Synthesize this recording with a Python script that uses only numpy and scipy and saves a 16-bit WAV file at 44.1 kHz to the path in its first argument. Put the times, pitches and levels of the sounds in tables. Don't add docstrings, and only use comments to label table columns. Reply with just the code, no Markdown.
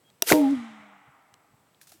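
import sys
import numpy as np
from scipy import signal
from scipy.fft import rfft, irfft
from scipy.io import wavfile
from scipy.ndimage import uniform_filter1d

SR = 44100
rng = np.random.default_rng(int(sys.argv[2]) if len(sys.argv) > 2 else 0)


def wav_record(signal):
    frames = np.transpose(np.atleast_2d(signal))
    bounded = np.clip(frames, -1, 1)
    quanta = np.round(bounded * 32767).astype(np.int16)
    wavfile.write(sys.argv[1], SR, quanta)


def attenuation_scalar(level_db):
    decades = np.asarray(level_db, float) / 20
    return 10 ** decades


N = 88200

# frequency in Hz, relative strength in dB per Hz.
HUSH_COLOUR = [(15, -40), (25, -13), (59, -17), (117, -2.5), (416, -8), (714, -10), (1370, -15.5),
               (2840, -19), (7920, -25.5), (16000, -25.5)]
# middle in seconds, length in seconds, rms level at the middle in dB.
WIND_PUFFS = [(0.426, 0.3, -56), (0.493, 0.069, -55), (0.579, 0.073, -49.5), (0.717, 0.057, -62),
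              (0.806, .08, -64), (1.09, 0.043, -59), (1.331, .05, -68), (1.517, 0.038, -62.5),
              (1.544, 0.03, -58), (1.917, 0.097, -70), (1.98, 0.075, -70)]
# start in seconds, level in dB.
DRY_TICKS = [(0.101, -51), (0.5084, -40), (1.3401, -42.5)]
# frequency in Hz, relative strength in dB per Hz.
DRY_TICK_COLOUR = [(700, -30), (1300, -3), (3700, 0), (8500, -6), (11000, -14), (16000, -22)]
# start in seconds, level in dB, t60 in seconds.
LEAF_RUSTLES = [(1.807, -67.5, 0.069), (1.8134, -49, 0.088), (1.83, -66, .6), (1.8706, -54, 0.13),
                (1.893, -56, 0.088), (1.918, -49.5, 0.058), (1.932, -61, 0.34)]
# frequency in Hz, relative strength in dB per Hz.
LEAF_COLOUR = [(590, -42.5), (1000, -24), (1320, -10), (2390, -11.5), (3420, -10.5), (4260, -9),
               (5630, -6.5), (15100, -11), (16000, -19)]
# start in seconds, pitch in Hz, number of cycles, rough peak in dB.
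KNOCKS = [(1.3392, 1600, 2, -54), (1.7466, 3800, 4, -55), (1.7470, 2900, 4, -59), (1.813, 1750, 7, -50),
          (1.8135, 2400, 8, -52), (1.872, 1350, 5, -57), (1.873, 3400, 8, -56), (1.918, 1360, 5, -55),
          (1.921, 720, 5, -51), (1.94, 320, 9, -58)]
# start in seconds, end in seconds, pitch in Hz, peak in dB.
FAR_WHISTLE = (.03, .105, 3262, -64)
# frequency in Hz, t60 in seconds.
TREES_T60 = [(100, .5), (300, .8), (600, 2.5), (1200, 2.81), (2000, 2.2), (3000, 1.7), (4500, 0.94),
             (7000, 1.2), (10000, 0.75), (15000, .25)]
# frequency in Hz, relative level in dB.
ECHO_COLOUR = [(100, -15), (290, -9), (420, -16), (650, -9), (1200, -1.5), (1650, -10.5), (2200, -7),
               (3000, -7), (4500, -10.5), (7000, -14.5), (10000, -13.5), (15000, -8)]
# time in seconds, height of its single sample in dB.
MUZZLE_BLAST = (.322, 15.7)
# time in seconds, peak of the ringing in dB.
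IGNITER_HITS = [(.2214, -14), (.2227, 1), (.2246, -22.5)]
# frequency in Hz, relative level in dB, t60 in seconds.
IGNITER_RING = [(393, -10.5, 0.037), (670, -8.5, .045), (904, -13, .035), (1470, -16, 0.022),
                (2180, -25, .012), (2797, -7.5, 0.027), (3875, -4.5, 0.015), (5890, 8, 0.012),
                (8530, 0, .007), (9140, -4, 0.0078), (11600, 8.5, 0.0028), (11600, -1, .008),
                (12500, -6.5, 0.0037), (14900, -25, .005)]
# time in seconds, level in dB.
GAS_LEVEL = [(0.236, -46.5), (0.248, -47), (0.26, -47), (0.272, -30), (0.292, -23), (0.312, -21),
             (0.34, -33.5), (0.42, -52.5)]
# frequency in Hz, relative strength in dB per Hz.
GAS_COLOUR = [(88, -69), (150, -25), (494, -1.5), (689, -23), (871, -5), (1170, -10), (1500, -6),
              (2650, -7), (14500, -6), (16000, -42)]
# middle in seconds, pitch in Hz, length in seconds, peak in dB.
GAS_WHISTLES = [(0.2944, 2160, 0.0024, -20.5), (.304, 1501, 0.004, -15.5), (0.312, 697.5, 0.018, -25)]
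# time in seconds, peak of the ringing in dB.
WALL_HITS = [(.3214, -9), (.3222, -3), (.3290, -20), (.340, -22), (.3555, -23)]
# frequency in Hz, relative level in dB, t60 in seconds.
WALL_RING = [(1100, -6, .03), (1430, -8, .015), (2030, -5, .01), (2900, -1, .008), (3400, -3, .008),
             (3900, 1, .008), (4900, -1, .006), (6000, -3, .006), (7500, -7, .005), (9500, -11, .005)]
# start in seconds, pitch in Hz, number of cycles, rough peak in dB.
MUZZLE_POPS = [(0.3151, 420, 1.83, -5), (.3188, 626, 1.4, -4), (0.3214, 2054, 4.5, -3.5),
               (0.3237, 330, 1.2, -9.5), (0.328, 2100, 2.5, -14), (.3308, 900, 1.5, -13),
               (0.3309, 330, 1.5, -10)]
# time in seconds, pitch in Hz, rms level in dB.
COLUMN_TONE = [(0.337, 300.3, -18), (0.369, 306.3, -19), (0.431, 281.3, -17.5), (0.469, 267.1, -20.5),
               (0.523, 285.3, -21.5), (0.529, 280.7, -19.5), (0.559, 252.3, -30), (0.599, 236.3, -35.5),
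               (0.717, 219.1, -49), (1.039, 190, -70), (1.05, 188, -67)]
# middle in seconds, half length in seconds, peak in dB.
THIRD_HARMONIC = (.455, .035, -29.5)
# frequency in Hz, starting level in dB, t60 in seconds.
PIPE_MODES = [(160, -40.5, 0.48), (290, -35.5, 1.2), (388, -21, 0.16), (442, -29.5, 0.29), (491.5, -19, .3),
              (612, -26, 0.13), (619, -16, .35), (821, -27.5, 0.34), (928, -18.5, 0.21), (1055, -28.5, .12)]
PITCH_SHARES = [.5, 0, 0, 0, 1, 0, 0, 0, .15, 0]

HUSH_DB, INSECT_DB = -65.5, -78
INSECT_HZ, INSECT_WIDTH_HZ = 7900, 900
DIP_S, DIP_DB, DIP_RETURN_S = 0.32, -7, 1.1
PUFF_HZ, PUFF_WIDTH_HZ = 140, 100
TICK_T60_S, CRACKLE_PER_S = 0.01, 1300
TREES_DB, TREES_DELAY_S, TREES_BUILD_S = -8.5, 0.0028, 0.21
BACK_SHARE = 0.23
STRIKE_SPREAD_DB = 1.5
SNAP_DB, SNAP_T60_S, SNAP_LOW_HZ = -10.02, 0.008, 300
SECOND_DB = -29.5
MODES_START_S, MODES_RISE_S = 0.325, 0.04
WAVER_DB, REFERENCE_HZ = 2.5, 305
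MIC_LOW_HZ, PEAK_LIMIT = 50, 1.1


def evened(x):
    return x / np.sqrt(np.mean(x ** 2) + 1e-20)


def read(points, hz):
    f, value = np.transpose(points)
    return np.interp(np.log(hz + 1), np.log(f + 1), value)


def add(mix, s, sound):
    part = mix[round(s * SR):][:len(sound)]
    part += sound[:len(part)]


def coloured(x, points):
    gain = attenuation_scalar(read(points, np.fft.rfftfreq(len(x), 1 / SR)))
    return evened(irfft(rfft(x) * gain, len(x)))


def band(hz, width_hz):
    r = np.exp(-np.pi * width_hz / SR)
    poles = [1, -2 * r * np.cos(2 * np.pi * hz / SR), r * r]
    once = signal.lfilter([1, 0, -1], poles, rng.standard_normal(N))
    return evened(signal.lfilter([1], poles, once))


def bursts(t, rows, noise):
    gain = np.zeros(N)
    for s, db, t60 in rows:
        opening = np.clip((t - s) / 0.0006, 0, 1)
        gain += attenuation_scalar(db - 60 * np.maximum(t - s, 0) / t60) * opening
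    return noise * gain


def swings(rows):
    out = np.zeros(N)
    for s, hz, cycles, db in rows:
        u = np.arange(0, cycles / hz, 1 / SR) * hz
        arch = np.sin(np.pi * u / cycles) ** 0.6
        add(out, s, attenuation_scalar(db) * arch * np.sin(2 * np.pi * u))
    return out


def struck(hits, modes):
    out, t = np.zeros(N), np.arange(3000) / SR
    hz, db, t60 = np.transpose(modes)[:, :, None]
    for s, peak_db in hits:
        spread = STRIKE_SPREAD_DB * rng.standard_normal((len(modes), 1))
        ring = (attenuation_scalar(db + spread - 60 * t / t60) * np.sin(2 * np.pi * hz * t)).sum(0)
        crack = attenuation_scalar(SNAP_DB - 60 * t / SNAP_T60_S) * rng.standard_normal(len(t))
        add(out, s, attenuation_scalar(peak_db) * (ring / abs(ring).max() + crack))
    return signal.lfilter(*signal.butter(4, SNAP_LOW_HZ, "high", fs=SR), out)


def hush(t):
    air = attenuation_scalar(HUSH_DB) * coloured(rng.standard_normal(N), HUSH_COLOUR)
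    insects = attenuation_scalar(INSECT_DB) * band(INSECT_HZ, INSECT_WIDTH_HZ)
    dip = attenuation_scalar(DIP_DB * (t > DIP_S) * np.exp(-((t - DIP_S) / DIP_RETURN_S) ** 2))
    return dip * (air + insects)


def wind(t):
    swell = sum(attenuation_scalar(db) * np.exp(-2 * (2 * (t - s) / length) ** 2) for s, length, db in WIND_PUFFS)
    return swell * band(PUFF_HZ, PUFF_WIDTH_HZ)


def far_whistle(t):
    start, end, hz, db = FAR_WHISTLE
    fade = np.clip((t - start) / 0.04, 0, 1) * np.clip((end - t) / 0.006, 0, 1)
    return attenuation_scalar(db) * fade * np.sin(2 * np.pi * hz * t)


def ticks(t):
    rows = [(s, db, TICK_T60_S) for s, db in DRY_TICKS]
    return bursts(t, rows, coloured(rng.standard_normal(N), DRY_TICK_COLOUR))


def leaves(t):
    grains = rng.standard_normal(N) * (1 + 1.5 * (rng.random(N) < CRACKLE_PER_S / SR))
    return bursts(t, LEAF_RUSTLES, coloured(grains, LEAF_COLOUR))


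def knocks():
    return swings(KNOCKS)


def trees(cannon):
    sent = BACK_SHARE * cannon
    s, db = MUZZLE_BLAST
    add(sent, s, attenuation_scalar(db) * np.ones(1))
    hz, t, z = signal.stft(rng.standard_normal(N), SR, nperseg=256)
    fall = attenuation_scalar(read(ECHO_COLOUR, hz)[:, None] - 60 * t / read(TREES_T60, hz)[:, None])
    build = 1 - 0.42 * np.exp(-t / TREES_BUILD_S)
    tail = signal.istft(z * fall * build, SR, nperseg=256)[1]
    tail = np.concatenate([np.zeros(round(TREES_DELAY_S * SR)), tail / np.sqrt(SR / 20)])
    return attenuation_scalar(TREES_DB) * signal.fftconvolve(sent, tail)[:N]


def igniter():
    return struck(IGNITER_HITS, IGNITER_RING)


def rush(t):
    s, db = np.transpose(GAS_LEVEL)
    level = attenuation_scalar(np.interp(t, s, db, db[0], -120))
    opening = np.clip((t - s[0]) / 0.0081 + 1, 0, 1)
    out = coloured(rng.standard_normal(N), GAS_COLOUR) * level * opening
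    for middle, hz, length, peak_db in GAS_WHISTLES:
        swell = np.exp(-(2 * (t - middle) / length) ** 2)
        out += attenuation_scalar(peak_db) * swell * np.sin(2 * np.pi * (hz * t + rng.random()))
    return out


def wall():
    return struck(WALL_HITS, WALL_RING)


def pops():
    return swings(MUZZLE_POPS)


def pipe_modes(t, pitch):
    out, age = np.zeros(N), np.maximum(t - MODES_START_S, 0)
    rise = np.sin(np.pi / 2 * np.minimum(age / MODES_RISE_S, 1))
    for (hz, start_db, t60), share in zip(PIPE_MODES, PITCH_SHARES):
        turns = np.cumsum(hz * (pitch / REFERENCE_HZ) ** share) / SR + rng.random()
        waver_hz = rng.uniform(7.9, 21)
        waver = WAVER_DB * np.sin(2 * np.pi * (waver_hz * t + rng.random()))
        out += rise * attenuation_scalar(start_db + waver - 60 * age / t60) * np.sin(2 * np.pi * turns)
    return out


def column(t):
    s, hz, db = np.transpose(COLUMN_TONE)
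    pitch = np.interp(t, s, hz)
    angle = 2 * np.pi * np.cumsum(pitch) / SR
    fade = np.clip((t - s[0]) / 0.005 + 1, 0, 1) * np.clip((s[-1] - t) / 0.046, 0, 1)
    level = attenuation_scalar(uniform_filter1d(np.interp(t, s, db), size=300))
    tone = np.sqrt(2) * fade * level * (np.sin(angle) + attenuation_scalar(SECOND_DB) * np.sin(2 * angle))
    middle, half, third_db = THIRD_HARMONIC
    third = attenuation_scalar(third_db) * np.exp(-((t - middle) / half) ** 2) * np.sin(3 * angle)
    return tone + third + pipe_modes(t, pitch)


def scene():
    t = np.arange(N) / SR
    cannon = igniter() + rush(t) + wall() + pops() + column(t)
    small_sounds = far_whistle(t) + ticks(t) + leaves(t) + knocks()
    return (cannon + trees(cannon) + small_sounds + hush(t) + wind(t))[None]


def band_limit(x):
    return signal.sosfilt(signal.butter(12, 17090, fs=SR, output="sos"), x)


def record(dry):
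    thin = signal.lfilter(*signal.butter(2, MIC_LOW_HZ, "high", fs=SR), dry)
    rounded = PEAK_LIMIT * np.tanh(thin / PEAK_LIMIT)
    return band_limit(rounded)


dry = scene()
out = record(dry)
wav_record(out)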